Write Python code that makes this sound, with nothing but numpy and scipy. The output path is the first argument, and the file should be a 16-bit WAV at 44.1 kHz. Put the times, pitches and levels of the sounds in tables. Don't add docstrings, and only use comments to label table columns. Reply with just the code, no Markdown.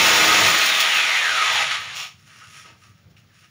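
import sys
import numpy as np
from scipy import signal
from scipy.fft import rfft, irfft
from scipy.io import wavfile

SR = 44100
rng = np.random.default_rng(int(sys.argv[2]) if len(sys.argv) > 2 else 0)


def unload_audio(sound):
    columns = np.transpose(np.atleast_2d(sound))
    steps = np.round(np.clip(columns, -1, 1) * 32767)
    wavfile.write(sys.argv[1], SR, steps.astype(np.int16))


def invert_db(level):
    return 10 ** (np.asarray(level, dtype=float) / 20)


N = 154350
T = np.arange(N) / SR

# pitch_hz, relative_db
HISS_COLOUR = [(410, -57.5), (700, -30), (1200, -5.5), (3000, -10), (7000, -17.5), (16000, -14)]
# pitch_hz, relative_db
RUMBLE_COLOUR = [(25, -53), (32, -26), (78, -10.5), (97, 1), (172, -5.5), (241, -16), (350, -22.5),
                 (738, -26.5), (1300, -38.5), (2640, -120)]
# start_s, level_db
RUMBLE_LEVEL = [(0, -69), (.9, -68), (1.25, -63.5), (1.6, -50.5), (2.1, -56.5), (2.4, -55.5), (2.7, -58),
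                (3.1, -51), (3.5, -57.5)]
# start_s, level_db, centre_hz, length_s, half_width_octaves
KNOCKS = [(2.26, -54, 1640, 0.12, 0.31), (2.402, -50, 1440, 0.036, 0.2), (2.645, -50.5, 650, 0.053, 1.7),
          (2.818, -61, 1240, 0.051, 0.082), (3.165, -55.5, 2510, 0.019, 0.2),
          (3.292, -64, 1700, 0.068, 0.11), (3.416, -62, 1890, 0.023, 0.42)]
# start_s, level_db, bright_share (0-1)
RUSTLE = [(2.15, -63, 0.4), (2.262, -54.5, 0.7), (2.275, -51.5, 0.74), (2.43, -48.5, 0.45),
          (2.51, -46, 0.8), (2.6, -43.5, 0.58), (2.706, -54, 0), (2.75, -68, 0.6), (2.818, -57, 0.6),
          (2.84, -52, 0.4), (2.94, -64, 0.7), (2.99, -66, 0.4), (3.16, -95, 0.4), (3.167, -58.5, 0.62),
          (3.2, -62, 0.8), (3.225, -82, 0.5), (3.35, -60, 0.6), (3.41, -57.5, 0.5), (3.444, -53, 0.3),
          (3.5, -68, 0.4)]
# pitch_hz, relative_db
RUSTLE_COLOUR = [(180, -64), (330, -30), (900, -21), (1250, -9.5), (1900, -2), (2700, -0.5), (4000, -4.5),
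                 (7000, -2), (10000, 1), (16000, -18)]
# pitch_hz, width_hz, gain_db
CASING_RINGS = [(2800, 250, 4), (5500, 250, 4)]
# start_s, level_db
SCRAPE = [(1.93, -52), (1.955, -34), (1.98, -29.5), (2.02, -30), (2.05, -35), (2.08, -42), (2.12, -56),
          (2.16, -75)]
# pitch_hz, relative_db
SCRAPE_COLOUR = [(180, -64), (340, -24.5), (850, -6.5), (1700, -6.5), (2300, 1), (2800, 1), (3300, 1),
                 (4800, -6), (7000, -5), (16000, -13.5)]
# start_s, peak_db
CATCHES = [(1.44, -38.5), (1.523, -30.5), (1.6, -38.5), (1.71, -70.5), (1.80, -41), (1.955, -37)]
# start_s, pitch_hz, level_db
MESH = [(.56, 4450, -34), (.7, 3830, -30), (.85, 3180, -30.5), (1.0, 2520, -26), (1.12, 2130, -24),
        (1.25, 1720, -28.5), (1.42, 1250, -31), (1.52, 960, -36), (1.61, 760, -34.5), (1.7, 520, -60)]
# start_s, relative_db
GRIND = [(0.0, -11.5), (0.158, -13), (0.398, -13), (0.828, -15.5), (1.282, -17.5), (1.386, -17.5),
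         (1.616, -16.5), (1.702, -22), (1.714, -17), (1.806, -29), (1.948, -30), (1.96, -61.5)]
# pitch_hz, relative_db
GRIND_COLOUR = [(100, -47), (180, -21), (350, -20.5), (790, -11), (1200, -11), (2100, -1.5), (3600, -5.5),
                (5000, -15), (7000, -14), (10000, -13), (16000, -22.5)]
# pitch_hz, level_db
MOTOR_TONES = [(104, -44)]
# pitch_hz, relative_db
BLOW_COLOUR = [(40, -60), (75, -46.5), (150, -10.5), (270, -16.5), (400, -8), (730, -9.5), (1300, -10.5),
               (2600, -10), (6700, -9.5), (16000, -14.5)]
# multiple, level_db
BLOW_TONES = [(1, -42.5), (2, -44), (3, -43.5)]
# pitch_hz, width_hz, level_db
HAMMER_RINGS = [(716, 22, -38), (894, 24, -37), (1082, 12, -39), (1454, 12, -38), (1631, 18, -40),
                (2660, 50, -34)]
# pitch_hz, gain_db
MIC_COLOUR = [(4300, -0.5), (4900, -1.5), (5600, 1.5), (6200, -4), (6700, 0.5), (7400, -8), (8150, -17.5),
              (9200, -10), (10800, -13.5), (12900, -19.5), (14000, -10), (14900, -8), (15500, -1)]


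def rms_one(x):
    return x / np.sqrt(np.mean(x ** 2) + 1e-20)


def curve(rows, column=1, outside=None):
    rows = np.array(rows)
    return np.interp(T, rows[:, 0], rows[:, column], outside, outside)


def coloured(x, points):
    hz = np.arange(N // 2 + 1) * SR / N + 1
    hz_at, db = np.transpose(points)
    gain_db = np.interp(np.log(hz), np.log(hz_at), db, -90, -90)
    return rms_one(irfft(rfft(x) * invert_db(gain_db), N))


def tilted(x, points, db_per_octave):
    return coloured(x, [(hz, db + db_per_octave * np.log2(hz / 2000)) for hz, db in points])


def filtered(x, hz, kind, order=2):
    return signal.sosfilt(signal.butter(order, hz, kind, fs=SR, output="sos"), x)


def drift(rate_hz):
    r = np.exp(-2 * np.pi * rate_hz / SR)
    noise = rng.standard_normal(N + SR)
    return rms_one(signal.lfilter([1], [1, -2 * r, r * r], noise)[SR:])


def resonance(x, hz, width_hz):
    r = np.exp(-np.pi * width_hz / SR)
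    poles = [1, -2 * r * np.cos(2 * np.pi * hz / SR), r * r]
    return signal.lfilter([(1 - r * r) / 2, 0, (r * r - 1) / 2], poles, x)


def grains(per_s, spread_db):
    size = invert_db(spread_db * np.minimum(rng.exponential(1, N), 5)) * rng.standard_normal(N)
    return size * (rng.random(N) < per_s / SR)


def burst(start_s, length_s):
    u = np.clip(T - start_s, 0, None) / length_s
    return u / (u + .15) * np.exp(-u) * (T > start_s) * 2


def hiss():
    return invert_db(-62.5) * coloured(rng.standard_normal(N), HISS_COLOUR)


def rumble():
    level_db = curve(RUMBLE_LEVEL) + 1.2 * drift(7.9)
    return invert_db(level_db) * coloured(rng.standard_normal(N), RUMBLE_COLOUR)


def knocks():
    out = np.zeros(N)
    for start_s, db, hz, length_s, octaves in KNOCKS:
        edges_hz = hz * 2 ** (octaves * np.array([-1, 1]))
        band = filtered(rng.standard_normal(N), edges_hz, "band", order=1)
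        out += invert_db(db) * burst(start_s, length_s) * rms_one(band)
    return out


def rustle():
    share = np.clip(curve(RUSTLE, column=2), 0, 1)
    dull = tilted(grains(3500, 1.5), RUSTLE_COLOUR, -5)
    bright = tilted(grains(3500, 1.5), RUSTLE_COLOUR, 3)
    level_db = curve(RUSTLE, outside=-105) + 1.5 * drift(22)
    return invert_db(level_db) * (np.sqrt(1 - share) * dull + np.sqrt(share) * bright)


def scrape():
    return invert_db(curve(SCRAPE, outside=-101.0)) * coloured(grains(12000, 2.6), SCRAPE_COLOUR)


def handling():
    touch = scrape() + rustle() + knocks()
    return touch + sum((invert_db(db) - 1) * resonance(touch, hz, width_hz) for hz, width_hz, db in CASING_RINGS)


def chuck_catches():
    bright = tilted(grains(8100, 1), GRIND_COLOUR, 9)
    return bright * sum(invert_db(db) * burst(start_s, .022) for start_s, db in CATCHES)


def fan(speed):
    air = filtered(rng.standard_normal(N), 2800, "high")
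    return invert_db(-24 + 5.5 * drift(21)) * speed ** 2.38 * air


def gear_whine(speed):
    mesh = 2 * np.pi * np.cumsum(curve(MESH)) / SR
    width_hz, clean, pinion_teeth = 140, .8, 14
    whine = (clean + drift(width_hz)) * np.sin(mesh) + drift(width_hz) * np.cos(mesh)
    level_db = curve(MESH, column=2, outside=-104) + 1.2 * drift(27)
    armature = invert_db(-42 + 3.0 * drift(8)) * speed ** 7.0 * np.sin(mesh / pinion_teeth)
    return invert_db(level_db) * whine + armature


def grinding(speed):
    level_db = curve(GRIND, outside=-92) - 3.5 + 0.76 * drift(44)
    out = invert_db(level_db) * coloured(grains(20000, 1.0), GRIND_COLOUR)
    body = signal.sosfiltfilt(signal.butter(2, 450, fs=SR, output="sos"), out)
    edge = signal.sosfiltfilt(signal.butter(2, 11000, "high", fs=SR, output="sos"), out)
    return out - body * (1 - speed) - edge * (1 - speed ** 0.66)


def gears():
    speed = curve(MESH) / MESH[0][1]
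    return chuck_catches() + fan(speed) + gear_whine(speed) + grinding(speed)


def motor_tones():
    out = np.zeros(N)
    for hz, db in MOTOR_TONES:
        out += invert_db(db + 5.6 * drift(7)) * np.sin(2 * np.pi * (hz * T + rng.random()))
    return out


def blows():
    blows_per_s, depth = 75.4, 0.11
    count = np.cumsum(blows_per_s * (1 + 0.003 * drift(8))) / SR
    gate = 1 - depth + 3 * depth * np.exp(-3.0 * (count % 1))
    noise = rng.standard_normal(N) * gate
    out = invert_db(-19) * coloured(noise, BLOW_COLOUR)
    for hz, width_hz, db in HAMMER_RINGS:
        out += invert_db(db) * rms_one(resonance(noise, hz, width_hz))
    for multiple, db in BLOW_TONES:
        tone = np.sin(2 * np.pi * (round(multiple) * count + rng.random()))
        out += invert_db(db + 2.5 * drift(6)) * tone
    return out


def hammer():
    release_s, fade_s = .47, .09
    return np.exp(-np.clip(T - release_s, 0, None) / fade_s) * (blows() + motor_tones())


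def room(x):
    t60_s, gap_s = 0.26, .006
    t = np.arange(SR // 2) / SR
    cloud = filtered(rng.standard_normal(len(t)), [146, 14500], "band", order=1)
    tail = cloud * invert_db(-60 * t / t60_s) * (t > gap_s)
    return signal.fftconvolve(x, tail / np.sqrt(np.sum(tail ** 2)))[:N]


def scene():
    near = handling() + gears() + hammer()
    near = near + (invert_db(14) - 1) * resonance(near, 1258, 30)
    mono = hiss() + rumble() + near + invert_db(-7) * room(near)
    return np.array([mono, mono])


def top_cut(x):
    return signal.sosfilt(signal.butter(12, 16890, fs=SR, output="sos"), x)


def record(dry):
    x = filtered(dry, 60, "high", order=4)
    size = N + SR
    hz = np.arange(size // 2 + 1) * SR / size
    x = irfft(rfft(x, size) * invert_db(np.interp(hz, *np.transpose(MIC_COLOUR))), size)
    mix = irfft(rfft(np.tanh(x)) * (hz < 15600), size)
    return top_cut(mix[:, :N])


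dry = scene()
out = record(dry)
unload_audio(out)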